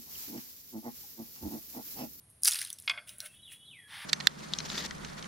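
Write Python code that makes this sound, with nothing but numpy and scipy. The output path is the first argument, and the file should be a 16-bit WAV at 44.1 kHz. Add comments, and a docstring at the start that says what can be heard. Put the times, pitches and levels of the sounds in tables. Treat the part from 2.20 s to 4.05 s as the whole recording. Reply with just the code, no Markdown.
"""A hand grazes a leaf, then tears dry leaves loose close by: stalks snap and soil crumbles, each
fracture a brief, damped vibration. Reaching into a flower pot, something hard, probably a bangle,
knocks on it and excites the modes of its wall and hollow. The hand brushes the wall and the fingers
rustle in the mulch. From about 1.1 s birds whistle faintly, and last the fingers scrape in the mulch.
Throughout, the quiet paved yard adds short echoes, a distant rumble and a high hiss."""
import sys
import numpy as np
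from scipy import signal
from scipy.fft import rfft, irfft, next_fast_len
from scipy.io import wavfile
from scipy.ndimage import uniform_filter1d, map_coordinates

SR = 44100
rng = np.random.default_rng(int(sys.argv[2]) if len(sys.argv) > 2 else 0)


def master(y):
    """Save y as 16-bit WAV."""
    cut = np.clip(np.atleast_2d(y).T, -1, 1)
    pcm = np.round(cut * 32767)  # scale
    wavfile.write(sys.argv[1], SR, pcm.astype(np.int16))


N = 81585
T = np.arange(N) / SR
BAND_LIMIT_HZ = 15750

# spectrum of leaves rubbing and tearing: frequency_hz, gain_db
TEAR_SPECTRUM = [(600, -54), (1500, -8.5), (3800, -12.5), (4900, -4), (6300, -2.5), (7700, -7.5),
                 (8900, 4.5), (10400, 5), (12000, -2.5), (15500, -13.5)]


def amp(db):
    """Amplitude ratio of a level in decibels."""
    return 10 ** (np.asarray(db) / 20)


def unit(x):
    """Normalisation to rms 1."""
    return x / np.sqrt(np.mean(x ** 2) + 1e-20)


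def along(points, hz):
    """Interpolation of (frequency_hz, value) points on a logarithmic frequency axis."""
    f, v = np.transpose(points)
    return np.interp(np.log(hz + 1), np.log(f + 1), v)


def envelope(rows):
    """Amplitude envelope through (time_s, level_db) rows, silent outside them."""
    return amp(np.interp(T, *np.transpose(rows), left=-np.inf, right=-np.inf))


def wobble(knots_per_s):
    """Smooth random modulation: a spline through Gaussian values."""
    return map_coordinates(rng.standard_normal(int(N * knots_per_s / SR) + 4), [T * knots_per_s])


def filtered(x, response):
    """Linear filtering: the spectrum is multiplied by a frequency response."""
    size = next_fast_len(2 * x.shape[-1])
    return irfft(rfft(x, size) * response(np.fft.rfftfreq(size, 1 / SR)), size)[..., :x.shape[-1]]


def coloured(x, points, size=4096):
    """Minimum-phase filtering to a (frequency_hz, gain_db) shape, by folding the cepstrum."""
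    cepstrum = irfft(np.log(amp(along(points, np.fft.rfftfreq(size, 1 / SR)))))
    cepstrum[1:size // 2] *= 2
    cepstrum[size // 2 + 1:] = 0
    return signal.fftconvolve(x, irfft(np.exp(rfft(cepstrum))))[:len(x)]


def cut(x, hz, kind, order=3):
    """Maximally flat high-pass or low-pass filtering."""
    return signal.sosfilt(signal.butter(order, hz, kind, fs=SR, output="sos"), x)


def resonator(x, hz, q):
    """Forced response of a single damped mode of quality factor q."""
    return signal.lfilter(*signal.iirpeak(min(hz, BAND_LIMIT_HZ), q, SR), x)


def modal_response(modes, f):
    """Superposition of (frequency_hz, bandwidth_hz, gain_db) modes of alternating sign."""
    return sum((-1) ** k * amp(db) * 1j * f * width / (hz * hz - f * f + 1j * f * width)
               for k, (hz, width, db) in enumerate(modes))


def add_transient(track, start_s, db, x):
    """Energy scaling: x is mixed in with the energy of 4 ms at the given level."""
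    i = round(start_s * SR)
    track[i:i + len(x)] += (amp(db) * x * np.sqrt(.004 * SR / np.sum(x ** 2)))[:N - i]


def crackle(spectrum, per_s, spread_db, rub, top_hz=15000):
    """Tiny fractures ring as damped sinusoids at random times, over friction noise; rms 1."""
    t, t60_s = T[:SR // 50], .005
    when, pitch, size = rng.random((6000, 3))[:int(per_s * N / SR)].T
    rings = np.sin(2 * np.pi * (300 + pitch[:, None] * top_hz) * t) * amp(-60 * t / t60_s)
    rings *= amp(spread_db * np.minimum(-np.log(1 - size), 3))[:, None]
    at = (when * N).astype(int)[:, None] + np.arange(len(t))
    grains = coloured(np.bincount(at.ravel(), rings.ravel(), N + len(t))[:N], spectrum)
    power = np.abs(uniform_filter1d(grains ** 2, size=900))
    grains /= np.sqrt(power + power.mean() / 20)  # evens out the loudness
    friction = unit(coloured(rng.standard_normal(N), spectrum))
    return unit(grains + rub * friction)


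def snapping_stalks():
    """Brittle fracture: a burst excites each piece's resonances; thin pieces radiate no bass."""
    # stalks and leaves breaking: start_s, relative_level_db, t60_s, low_cutoff_hz
    breaks = [(.2205, -47, 0.0077, 7000), (0.2341, -21, 0.0058, 5180), (0.2458, -27.5, 0.0055, 6360),
              (0.2482, -21, 0.01, 4250), (.2550, -21, 0.021, 3700), (0.272, -21.5, 0.0069, 4000),
              (.2760, -21, 0.011, 4150), (.2785, -21, 0.007, 620), (0.2825, -31, 0.0054, 4400),
              (0.2839, -20, 0.0051, 4240), (0.2903, -34, 0.012, 3800), (0.3094, -27, .0088, 5330),
              (0.317, -27.5, 0.027, 2640), (0.3218, -28.5, 0.018, 2920), (0.333, -29, 0.016, 3950),
              (0.345, -30.5, 0.0045, 2080), (0.3555, -31.5, 0.014, 3400), (0.3579, -34.5, 0.014, 1380),
              (0.3885, -32.5, 0.01, 2900), (0.393, -36.5, .0083, 4070), (0.4081, -38.5, 0.0056, 4450),
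              (0.4148, -28.5, 0.022, 1430), (.4251, -36, 0.043, 1790), (.4490, -34.5, 0.011, 3130),
              (0.4724, -46, 0.0082, 2770), (0.5021, -34, .014, 2680), (0.5285, -34.5, 0.01, 6000),
              (0.586, -43.5, 0.031, 2790), (.5998, -43, 0.0059, 7840), (.623, -49, 0.009, 6000),
              (0.883, -49, 0.028, 2490), (0.8924, -40, 0.0074, 2420), (0.9829, -43, 0.037, 7600),
              (1.0034, -33, 0.007, 3170), (1.0560, -40.5, 0.066, 2900), (1.3175, -58, 0.018, 1350),
              (1.328, -57, 0.015, 3070)]
    # spectrum of a dry leaf breaking: frequency_hz, gain_db
    leaf_spectrum = [(400, -53), (800, -17), (1600, -4), (2400, -6.5), (3800, -3), (4900, -1.5),
                     (6300, -2.5), (7600, -9.5), (8800, -2.5), (10400, -1), (12000, -12), (15500, -8)]
    out, t, rise_s = np.zeros(N), T[:SR // 10], .0004
    for start_s, db, t60_s, low_hz in breaks:
        burst = rng.standard_normal(len(t)) * amp(-60 * t / t60_s) * (1 - np.exp(-t / rise_s))
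        burst[round(rise_s * SR)] += 2.05  # the click at the instant of breaking
        main_mode = resonator(burst, 1.29 * low_hz, q=13)
        overtones = sum(resonator(burst, hz, q=20) for hz in rng.uniform(low_hz, 12000, 4))
        piece = coloured(burst + 2.56 * main_mode + 1.84 * overtones, leaf_spectrum)
        add_transient(out, start_s, db - 1.5, cut(piece, low_hz, "high", order=8))
    return out


def tearing_leaves():
    """Friction and fracture: one leaf is grazed, then a handful tears loose and settles."""
    # envelope of the graze: time_s, level_db
    graze_levels = [(.085, -94), (.102, -54.5), (.125, -76), (.15, -87)]
    # envelope of the pull: time_s, level_db
    pull_levels = [(.2, -108), (.228, -53.5), (.244, -55), (.250, -28), (.264, -32), (.278, -21.5),
                   (.298, -34), (.314, -43), (.335, -41), (.375, -41.5), (.43, -46), (.485, -52.5),
                   (.54, -60.5), (.58, -68.5), (.66, -56.5), (.72, -57.5)]
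    graze = cut(crackle(TEAR_SPECTRUM, per_s=2300, spread_db=-11, rub=.66), 8260, "high")
    tear = crackle(TEAR_SPECTRUM, per_s=2000, spread_db=3, rub=.8)
    return envelope(graze_levels) * graze + envelope(pull_levels) * tear


def crumbling_soil():
    """Granular fracture: soil breaks into crumbs under the pull."""
    # envelope of the crumbling: time_s, level_db
    levels = [(.24, -60), (.256, -37.5), (.268, -46), (.279, -32), (.296, -48), (.324, -43.5), (.38, -46.5),
              (.425, -49.5), (.49, -57), (.57, -72), (.66, -69.5)]
    # spectrum of the crumbs: frequency_hz, gain_db
    spectrum = [(400, -28.5), (750, -15.5), (1600, 0), (2300, 1), (3600, 5.5), (5000, -2), (9000, -33)]
    return envelope(levels) * crackle(spectrum, per_s=990, spread_db=4.5, rub=.38, top_hz=6000)


def pot_knocks():
    """Impact excitation: a blow and gritty chatter ring the pot's wall and, more slowly, its hollow."""
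    # contacts with the pot: start_s, level_db, chatter_t60_s, high_cutoff_hz
    contacts = [(.6772, -24, 0.032, 4970), (.6965, -22, 0.029, 8000), (.7070, -28.5, 0.02, 4360),
                (.7135, -34, 0.027, 3240), (.7350, -41, 0.14, 1930), (.7755, -37, 0.036, 3030),
                (.7825, -40, 0.059, 2530)]
    # modes of the wall: frequency_hz, bandwidth_hz, gain_db
    wall_modes = [(1102, 110, -9), (1324, 80, -6), (1554, 130, -7.5), (2160, 104, 4), (2500, 80, .5),
                  (2710, 130, -6.5), (3210, 270, -4), (3290, 76, 6), (3420, 114, 2.5), (4570, 204, -3),
                  (5270, 138, -9.5), (7000, 600, -32)]
    # modes of the air in the hollow: frequency_hz, t60_s, gain_db
    air_modes = [(601, 0.32, -1.5), (698.5, 0.28, 1.5)]
    out, t, air_rise_s = np.zeros(N), T[:SR // 3], .041
    for start_s, db, t60_s, high_hz in contacts:
        force = (t == 0) + .1 * rng.standard_normal(len(t)) * amp(-60 * t / t60_s)
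        wall = filtered(force, lambda f: modal_response(wall_modes, f))
        crack = amp(-21) * cut(force, 770, "high")
        add_transient(out, start_s, db, cut(wall + crack, high_hz, "low", order=4))
        hollow = sum(amp(mode_db - 60 * t / ring_s) * np.sin(2 * np.pi * (hz * t + rng.random()))
                     for hz, ring_s, mode_db in air_modes)
        add_transient(out, start_s, db - 29, hollow * (1 - np.exp(-t / air_rise_s)))
    return out


def mulch_rustle():
    """Friction and fracture: the fingers stir the mulch in short swells."""
    # envelope of the stirring: time_s, level_db
    levels = [(.85, -104), (.875, -50.5), (.895, -50.5), (.925, -55.5), (.975, -64.5), (1.005, -52.5),
              (1.045, -50.5), (1.062, -45), (1.095, -65), (1.15, -61), (1.21, -79), (1.295, -64.5),
              (1.325, -47), (1.36, -60.5), (1.42, -82)]
    # spectrum of the mulch: frequency_hz, gain_db
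    spectrum = [(350, -37), (620, -13), (850, -28), (1500, 0), (2000, 6), (3200, 8), (5000, -6), (7500, -2),
                (10000, 13.5), (12500, -7.5), (15500, 6)]
    return envelope(levels) * crackle(spectrum, per_s=2800, spread_db=2, rub=.85, top_hz=14040)


def mulch_scrape():
    """Sliding friction: a steady, gritty rub that slowly grows."""
    # spectrum of the scrape: frequency_hz, gain_db
    spectrum = [(400, -36), (700, -11.5), (1000, -3), (1300, -5), (1750, 3), (2150, 0), (2550, -3),
                (2950, -2), (3500, 0.5), (4100, -7), (5200, -10), (7300, -22.5), (9800, -5), (12500, -21),
                (15500, -21)]
    start_s, rise_s, swell_db_per_s = 1.67, .062, 14.5
    age = T - start_s
    stroke = np.clip(age / rise_s, 0, 1) * amp(-48 + swell_db_per_s * age)
    return stroke * crackle(spectrum, per_s=2600, spread_db=0, rub=1.2, top_hz=7000)


def pot_brush():
    """Resonance driven by friction: the hand draws a short hollow note from the pot wall."""
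    # envelope of the brushing: time_s, level_db
    levels = [(.69, -74), (.73, -59), (.79, -55.5), (.85, -72.5), (.95, -72), (.995, -73), (1.033, -54),
              (1.065, -58.5), (1.10, -80)]
    # modes of the brushed wall: frequency_hz, bandwidth_hz, gain_db
    modes = [(613, 38, -0.5), (1360, 155, -4), (1550, 64, 4.5), (2500, 280, -21)]
    return envelope(levels) * unit(filtered(rng.standard_normal(N), lambda f: modal_response(modes, f)))


def bird_tone(start_s, length_s, hz):
    """Random frequency and amplitude modulation make a soft-edged sinusoid waver and flutter."""
    edge_s, waver_hz, flutter_db = .018, 24, 2.6
    gate = np.clip(np.minimum(T - start_s, start_s + length_s - T) / edge_s + .5, 0, 1)
    phase = 2 * np.pi * np.cumsum(hz + waver_hz * wobble(knots_per_s=180)) / SR
    return gate * np.sqrt(2) * np.sin(phase) * amp(flutter_db * wobble(knots_per_s=110))


def birds():
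    """Frequency glides: one bird slides down from a high pitch; others hold thin, broken notes."""
    # thin notes: start_s, length_s, first_hz, last_hz, relative_level_db
    notes = [(1.07, .08, 2700, 2660, -67), (1.15, .06, 3660, 3680, -67), (1.14, .10, 3010, 2970, -68),
             (1.12, .09, 3350, 3325, -68), (1.22, .17, 3315, 3340, -60.5), (1.42, .08, 3310, 3340, -60),
             (1.40, .04, 2970, 3000, -63), (1.38, .11, 3670, 3640, -68), (1.55, .15, 3345, 3270, -66.5)]
    # falling whistles: start_s, length_s, top_hz, half_fall_s, peak_level_db
    whistles = [(1.220, 0.084, 3894, .078, -57), (1.461, 0.3, 4010, 0.064, -54.5)]
    floor_hz, peak_s, fade_db_per_s = 1476, .063, 115
    out = np.zeros(N)
    for start_s, length_s, first_hz, last_hz, db in notes:
        hz = np.interp(T, [start_s, start_s + length_s], [first_hz, last_hz])
        out += amp(db - 2.5) * bird_tone(start_s, length_s, hz)
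    for start_s, length_s, top_hz, half_fall_s, db in whistles:
        age = np.maximum(T - start_s, 0)
        hz = floor_hz + (top_hz - floor_hz) / (1 + (age / half_fall_s) ** 2.1)
        out += amp(db - fade_db_per_s * np.abs(age - peak_s)) * bird_tone(start_s, length_s, hz)
    return out + amp(-9) * early_reflections(out)


def early_reflections(x, count=8, longest_s=.012):
    """Reflection: the paving and the pots return a few delayed copies."""
    taps = np.zeros(SR // 10)
    taps[(SR * longest_s * rng.uniform(.2, 1, count)).astype(int)] = rng.choice([-1, 1], count)
    return signal.fftconvolve(x, taps / np.sqrt(count))[:N]


def yard_reverb(x):
    """Reverberation: a diffuse tail decays exponentially, the bass lasting longest."""
    # reverberation time of the yard: frequency_hz, t60_s
    decay_times = [(400, 0.87), (2500, 0.31), (6000, 0.49), (14000, 0.29)]
    hz, t, noise = signal.stft(rng.standard_normal(SR // 2), SR, nperseg=256)
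    tail = signal.istft(noise * amp(-60 * t / along(decay_times, hz)[:, None]), SR, nperseg=256)[1]
    return signal.fftconvolve(x, tail / np.linalg.norm(tail))[:N]


def background():
    """Ambient noise: a distant rumble whose bass drifts in level, and a band of high hiss."""
    # spectrum of the rumble: frequency_hz, gain_db
    rumble_spectrum = [(20, -12), (48, -44), (65, -6), (110, 0), (170, -4.5), (260, -10.5), (420, -16),
                       (1000, -20.5), (3000, -24.5), (7000, -28), (15000, -53)]
    # spectrum of the hiss: frequency_hz, gain_db
    hiss_spectrum = [(4000, -46), (7800, -20), (8500, 10.5), (9000, 16), (9500, 9), (10600, 15.5),
                     (11300, 14), (12200, -16), (15500, -11)]
    noise = lambda points: unit(filtered(rng.standard_normal(N), lambda hz: amp(along(points, hz))))
    rumble = noise(rumble_spectrum)
    bass = filtered(rumble, lambda hz: 1 / (1 + (hz / 300) ** 2) ** 2)
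    drift = amp(2.5 * wobble(knots_per_s=11.32))
    return amp(-68) * (rumble - bass + bass * drift) + amp(-65) * noise(hiss_spectrum)


def scene():
    """Superposition in mid and side: sources are centred; only reverberation and background have width."""
    # filter for the background's side signal: frequency_hz, gain_db
    side_spectrum = [(25, -28), (60, -27), (130, -28), (250, -22), (500, -14), (1500, -5), (4000, 0.5),
                     (8000, -10.5), (15000, -26)]
    near = snapping_stalks() + tearing_leaves() + crumbling_soil() + mulch_rustle()
    near += pot_knocks() + pot_brush() + mulch_scrape()
    far = birds()
    into_yard = amp(-18) * near + amp(-1) * far
    mid = near + amp(-12.5) * early_reflections(near) + far + yard_reverb(into_yard) + background()
    side = .36 * cut(yard_reverb(into_yard), 630, "low", order=1) + coloured(background(), side_spectrum)
    return np.array([mid + side, mid - side])


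def record(dry):
    """Band limiting: a steep low-pass removes the highest treble."""
    return filtered(dry, lambda hz: 1 / (1 + (hz / BAND_LIMIT_HZ) ** 120))


dry = scene()
out = record(dry)
master(out)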